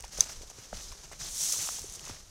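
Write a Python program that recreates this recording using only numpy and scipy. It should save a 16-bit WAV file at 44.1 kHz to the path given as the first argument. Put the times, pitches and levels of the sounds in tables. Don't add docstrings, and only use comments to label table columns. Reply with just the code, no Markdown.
import sys
import numpy as np
from scipy import signal
from scipy.io import wavfile
from scipy.ndimage import uniform_filter1d

SR = 44100
rng = np.random.default_rng(int(sys.argv[2]) if len(sys.argv) > 2 else 0)


def pcm_store(signal):
    levels = np.round(np.clip(np.atleast_2d(signal), -1, 1) * 32767)
    wavfile.write(sys.argv[1], SR, levels.astype(np.int16).T)


def how_loud(loudness_db):
    steps = np.asarray(loudness_db, float) / 20
    return 10 ** steps


N = 101429
T = np.arange(N) / SR

# start_s, level_db
WIND_GUSTS = [(0.0, -41), (0.03, -47.5), (0.13, -59), (0.17, -45.5), (0.34, -58), (0.37, -43),
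              (0.63, -65.5), (0.78, -41), (0.84, -55), (0.9, -40.5), (0.97, -58.5), (1.29, -48.5),
              (1.43, -61.5), (1.8, -57.5), (1.82, -49), (2.0, -58.5), (2.07, -54.5), (2.3, -55.5)]
# pitch_hz, density_db (per Hz)
WIND_SPECTRUM = [(13, -37.5), (22, 1), (43, 0), (129, -21.5), (150, -36), (250, -26.5), (320, -70),
                 (550, -120)]
# start_s, level_db
FAR_STEPS = [(0, -56.5), (.1, -56), (.35, -51.5), (.55, -55), (.9, -52), (1.17, -54.5), (1.6, -52),
             (2.0, -51.5), (2.17, -53.5), (2.3, -57.5)]
# pitch_hz, density_db (per Hz)
WOODS_SPECTRUM = [(35, -29), (60, -2), (197, -5.5), (261, -14), (361, -8.5), (2620, -16), (6360, -8),
                  (14400, -28), (15800, -37)]
# pitch_hz, level_db, t60_s
TWIG_MODES = [(1050, -28, .006), (2400, -20, .004), (3200, -19, .004), (4300, -9, .003), (4900, -14, .017),
              (6120, 4, .0055), (7300, -7, .003), (8500, -4, .003), (10000, -9, .003), (12400, -12, .0025)]
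# start_s, peak_db, pitch_hz
STALK_TICKS = [(.0058, -29, 6640), (0.0234, -33, 5900), (0.049, -34, 6700), (0.079, -38, 6300),
               (.175, -28, 6800), (.178, -28, 6500), (0.4997, -33, 6240), (0.8327, -31.5, 4100),
               (1.6243, -34, 6940), (1.7688, -36, 5500), (1.747, -37, 5800), (1.793, -26.5, 6000),
               (1.8395, -35, 8900), (1.877, -38, 6500), (1.983, -45, 3000), (0.923, -36, 6200),
               (1.044, -42, 5650), (1.1323, -40, 6300), (1.8971, -28, 6500), (1.9232, -34, 10700),
               (1.938, -42, 6200), (1.962, -42, 3300), (1.9941, -26.5, 3080), (2.079, -34, 6200),
               (1.9927, -35, 5860), (1.9947, -38, 4500), (2.007, -38, 8500), (2.052, -35, 8500),
               (1.817, -34, 11000), (2.047, -42, 2700), (2.1394, -51, 4000)]
# start_s, level_db
LEG_DRAG = [
    (1.17, -63),
    (1.212, -56),
    (1.316, -42.5),
    (1.434, -32),
    (1.658, -36.5),
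    (1.78, -43.5),
    (1.88, -51.5),
    (1.964, -50.5),
    (1.974, -62),
    (2.03, -63),
]
# centre_s, lift_db, half_width_s
STALK_SURGES = [(1.409, 5, 0.0016), (1.417, 4.5, .0015), (1.438, 4, 0.0018), (1.439, -5, .001),
                (1.456, 1.5, 0.0036), (1.465, 2, .0015), (1.481, -2, .0015), (1.488, 3.5, .0015),
                (1.5, 3.5, 0.0037), (1.519, 0.5, 0.0023), (1.525, 8, 0.0031), (1.939, 7, .003),
                (1.534, 4.5, 0.0037), (1.625, 2.5, .006), (1.663, 1.5, 0.011), (1.72, 1.5, 0.0072),
                (1.956, 8, 0.0074)]
# pitch_hz, density_db (per Hz)
BRUSH_SPECTRUM = [(400, -23.5), (1200, -21.5), (2600, -18), (3400, -11.5), (5000, -7.5), (6100, -0.5),
                  (9500, -7), (15800, -20.5)]
# start_s, peak_db, pitch_hz
HEEL_THUDS = [
    (0.034, -58, 95),
    (0.178, -50, 154),
    (0.581, -46.5, 114),
    (0.723, -44.5, 191),
    (1.208, -48.5, 120),
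    (1.416, -51, 160),
    (1.588, -46, 110),
    (2.023, -50, 134),
    (2.103, -40, 91),
]
# start_s, peak_db, pitch_hz, cycles_to_die
CRUST_KNOCKS = [(0.0407, -35.5, 850, 8.6), (0.185, -33.5, 560, 4.2), (0.2603, -40.5, 700, 3.7),
                (0.2595, -40.5, 1500, 4.5), (.41, -44, 500, 3.8), (.432, -43.5, 480, 4.3),
                (0.5, -45, 810, 6), (.513, -42, 620, 2.1), (.583, -46, 393, 6.3), (.727, -35.5, 756, 3.5),
                (.7284, -30, 674, 4.5), (.7298, -37, 513, 4.2), (0.728, -41, 1600, 10),
                (.7275, -46, 2140, 10), (0.922, -43, 1090, 16), (1.1139, -37, 790, 2.6),
                (1.131, -38, 1490, 2.6), (1.212, -35, 1800, 9.2), (1.538, -40, 1200, 15),
                (1.531, -44.5, 516, 10), (1.519, -43, 2100, 12), (1.559, -44, 1010, 18),
                (1.565, -44, 443, 3.7), (1.648, -44, 1290, 14), (1.66, -43, 1270, 19),
                (1.612, -36, 3500, 8), (1.6725, -36, 1150, 5.5), (1.674, -33, 2900, 7.6),
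                (1.688, -26.5, 1180, 4.4), (1.687, -31, 3050, 7.9), (1.6892, -39, 774, 6.1),
                (1.705, -44, 2900, 7), (1.786, -41, 855, 5.2), (1.841, -39, 400, 9.7),
                (2.073, -40.5, 1140, 7.1), (2.0946, -36.5, 895, 5.6), (2.093, -44, 3000, 8),
                (2.099, -42, 1300, 5), (2.096, -43.5, 266, 5.2)]
# start_s, length_s, level_db, treble_db
SNOW_CRUNCHES = [(0.0, 0.0066, -52.5, -13), (0.035, 0.013, -45.5, -7.5), (0.066, .025, -70, 13),
                 (0.108, 0.071, -44.5, 0), (0.165, 0.072, -44.5, -3), (0.19, 0.053, -42.5, 5),
                 (0.251, 0.039, -47.5, -4), (0.285, 0.047, -44, -1), (0.355, 0.026, -51, 3),
                 (0.416, 0.0096, -46.5, 0), (0.493, 0.016, -49.5, 0), (0.559, 0.098, -50.5, -3),
                 (0.72, 0.097, -45, -2.5), (0.808, 0.098, -48.5, 11), (0.916, 0.0061, -45, -8),
                 (1.029, 0.026, -50, -6), (1.115, 0.021, -46, -5.5), (1.183, 0.11, -40, 0.5),
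                 (1.533, 0.014, -47.5, -14.5), (1.574, 0.08, -43.5, -6.5), (1.703, 0.09, -43, 1),
                 (2.022, 0.074, -45.5, -0.5), (2.072, 0.096, -48.5, -4.5)]
# pitch_hz, density_db (per Hz)
SNOW_SPECTRUM = [(88, -42.5), (150, 2.5), (201, -10.5), (254, -8.5), (598, -6.5), (850, -8.5), (2430, -8.5),
                 (6320, 0), (15800, -23.5)]


def evened(x):
    return x / np.sqrt(np.mean(x ** 2) + 1e-20)


def curve(points):
    return how_loud(np.interp(T, *np.transpose(points)))


def coloured(x, points, lift_db=0):
    hz = abs(np.fft.fftfreq(8192, 1 / SR))
    f, db = np.transpose(points)
    log_f = np.log(np.r_[1, f, SR])
    db = np.interp(np.log(hz + 1), log_f, np.r_[db[0] - 30, db, db[-1] - 20])
    db = db + lift_db * (hz > 3000)
    spectrum = np.exp(np.conj(signal.hilbert(np.log(how_loud(db)))))
    taps = np.fft.ifft(spectrum).real[:4096]
    return signal.oaconvolve(x, taps / np.linalg.norm(taps))[:len(x)]


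def add(mix, s, sound):
    part = mix[max(round(s * SR), 0):][:len(sound)]
    part += sound[:len(part)]


def grains(per_s, spread_db, hiss, clump_db, clump_s):
    size = how_loud(spread_db * np.minimum(rng.exponential(1, N), 5))
    cracks = size * (rng.random(N) < per_s / SR) * rng.choice([-1, 1], N)
    clumps = signal.lfilter([1], [1, -np.exp(-1 / (clump_s * SR))], rng.standard_normal(N))
    clumps = evened(uniform_filter1d(clumps, size=40))
    return evened((evened(cracks) + hiss * rng.standard_normal(N)) * how_loud(clump_db * clumps))


def patchy(x, depth_db):
    z = signal.stft(x, nperseg=128, noverlap=96)[2]
    patches = uniform_filter1d(rng.standard_normal(z.shape), size=5, axis=0)
    patches = evened(uniform_filter1d(patches, size=9, axis=1))
    return evened(signal.istft(z * how_loud(depth_db * patches), nperseg=128, noverlap=96)[1][:N])


def ring(hz, t60, rise_s):
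    t = T[:SR // 5]
    x = (1 - np.exp(-t / rise_s)) * how_loud(-60 * t / t60) * np.sin(2 * np.pi * hz * t)
    return x / abs(x).max()


def wind():
    x = coloured(rng.standard_normal(N), WIND_SPECTRUM)
    swell = np.sqrt(abs(uniform_filter1d(x ** 2, size=5000)) + 1e-9)
    return how_loud(-1) * x / swell * curve(WIND_GUSTS)


def far_steps():
    return curve(FAR_STEPS) * coloured(grains(3000, 2.5, 1.5, 1.2, .01), WOODS_SPECTRUM)


def twig_snap():
    out = np.zeros(N)
    snap_s, snap_db = 0.207, -4
    modes = np.array([(-1) ** k * how_loud(db) * ring(hz, t60, .00005)
                      for k, (hz, db, t60) in enumerate(TWIG_MODES)])
    modes = modes / abs(modes.sum(0)).max()
    add(out, snap_s, how_loud(snap_db) * modes.sum(0))
    add(out, snap_s + 0.0008, how_loud(snap_db - 5) * modes[3:7].sum(0))
    splinters = coloured(rng.standard_normal(4000), BRUSH_SPECTRUM)
    add(out, snap_s + 0.0018, how_loud(snap_db - 30 - 60 * T[:4000] / 0.041) * splinters)
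    return out


def stalk_ticks():
    out, t = np.zeros(N), T[:1000]
    t60_s, ring_share = 0.006, 0.55
    for s, db, hz in STALK_TICKS:
        crack = coloured(rng.standard_normal(1000) * how_loud(-60 * t / t60_s), BRUSH_SPECTRUM)
        crack = (hz / 6000) * crack / abs(crack).max()
        stalk = ring_share * ring(hz, 0.8 * t60_s, 0.00014)[:1000]
        add(out, s + 0.00083, how_loud(db) * (crack + stalk) * 0.66)
    return out


def brush():
    x = coloured(patchy(grains(12000, 2.1, 1.1, .3, .002), 1.0), BRUSH_SPECTRUM)
    treble = signal.sosfilt(signal.butter(2, 9000, "high", fs=SR, output="sos"), x)
    surge_db = sum(db * np.exp(-((T - s) / width) ** 2) for s, db, width in STALK_SURGES)
    gain = curve(LEG_DRAG) * how_loud(surge_db)
    brighter = (gain / gain.max()) ** 0.13 - 1
    contact = np.clip(np.minimum(T - LEG_DRAG[0][0], LEG_DRAG[-1][0] - T) / 0.014, 0, 1)
    return (x + treble * brighter) * gain * contact


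def heel_thuds():
    out = np.zeros(N)
    for s, db, hz in HEEL_THUDS:
        add(out, s + 0.0049, how_loud(db) * ring(hz, 0.071, 0.003))
    return out


def crust_knocks():
    out = np.zeros(N)
    rise_cycles, burst_t60_s, burst_share = 0.61, 0.012, 0.2
    for s, db, hz, cycles in CRUST_KNOCKS:
        band = signal.butter(2, [.5 * hz, 1.8 * hz], "band", fs=SR, output="sos")
        puff = rng.standard_normal(1000) * how_loud(-60 * T[:1000] / burst_t60_s)
        rough = signal.sosfilt(band, puff)
        lump = ring(hz, cycles / hz, rise_cycles / hz)[:1000]
        add(out, s + 0.001334, how_loud(db) * (lump + burst_share * rough / abs(rough).max()))
    return out


def snow_crunches():
    raw, out = patchy(grains(7000, 2.2, 1.1, 1.2, .003), 2.26), np.zeros(N)
    rise_share, sag_db, release_s = 0.29, -3.5, 0.012
    for start, length, db, lift_db in SNOW_CRUNCHES:
        t = T[:round((length + .1) * SR)]
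        rise = np.minimum(t / (rise_share * length), 1)
        hold = how_loud(db + sag_db * np.minimum(t / length, 1))
        release = np.exp(-np.maximum(t - length, 0) / release_s)
        shape = rise * hold * release
        piece = raw[round(start * SR):][:len(t)]
        add(out, start, coloured(piece, SNOW_SPECTRUM, lift_db) * shape[:len(piece)])
    return out


def scene():
    background = wind() + far_steps()
    plants = twig_snap() + stalk_ticks() + brush()
    boots = heel_thuds() + crust_knocks() + snow_crunches()
    return (background + plants + boots)[None]


def roll_off(x):
    return signal.sosfilt(signal.butter(12, 16600, fs=SR, output="sos"), x)


def record(dry):
    mic_hz, width_hz, edge_hz = 6000, 1200, 15900
    x = dry + 0.45 * signal.lfilter(*signal.iirpeak(mic_hz, mic_hz / width_hz, SR), dry)
    low_pass = signal.firwin(511, edge_hz, window=("kaiser", 9), fs=SR)
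    x = signal.oaconvolve(x, low_pass[None], "same")
    return roll_off(x)


dry = scene()
out = record(dry)
pcm_store(out)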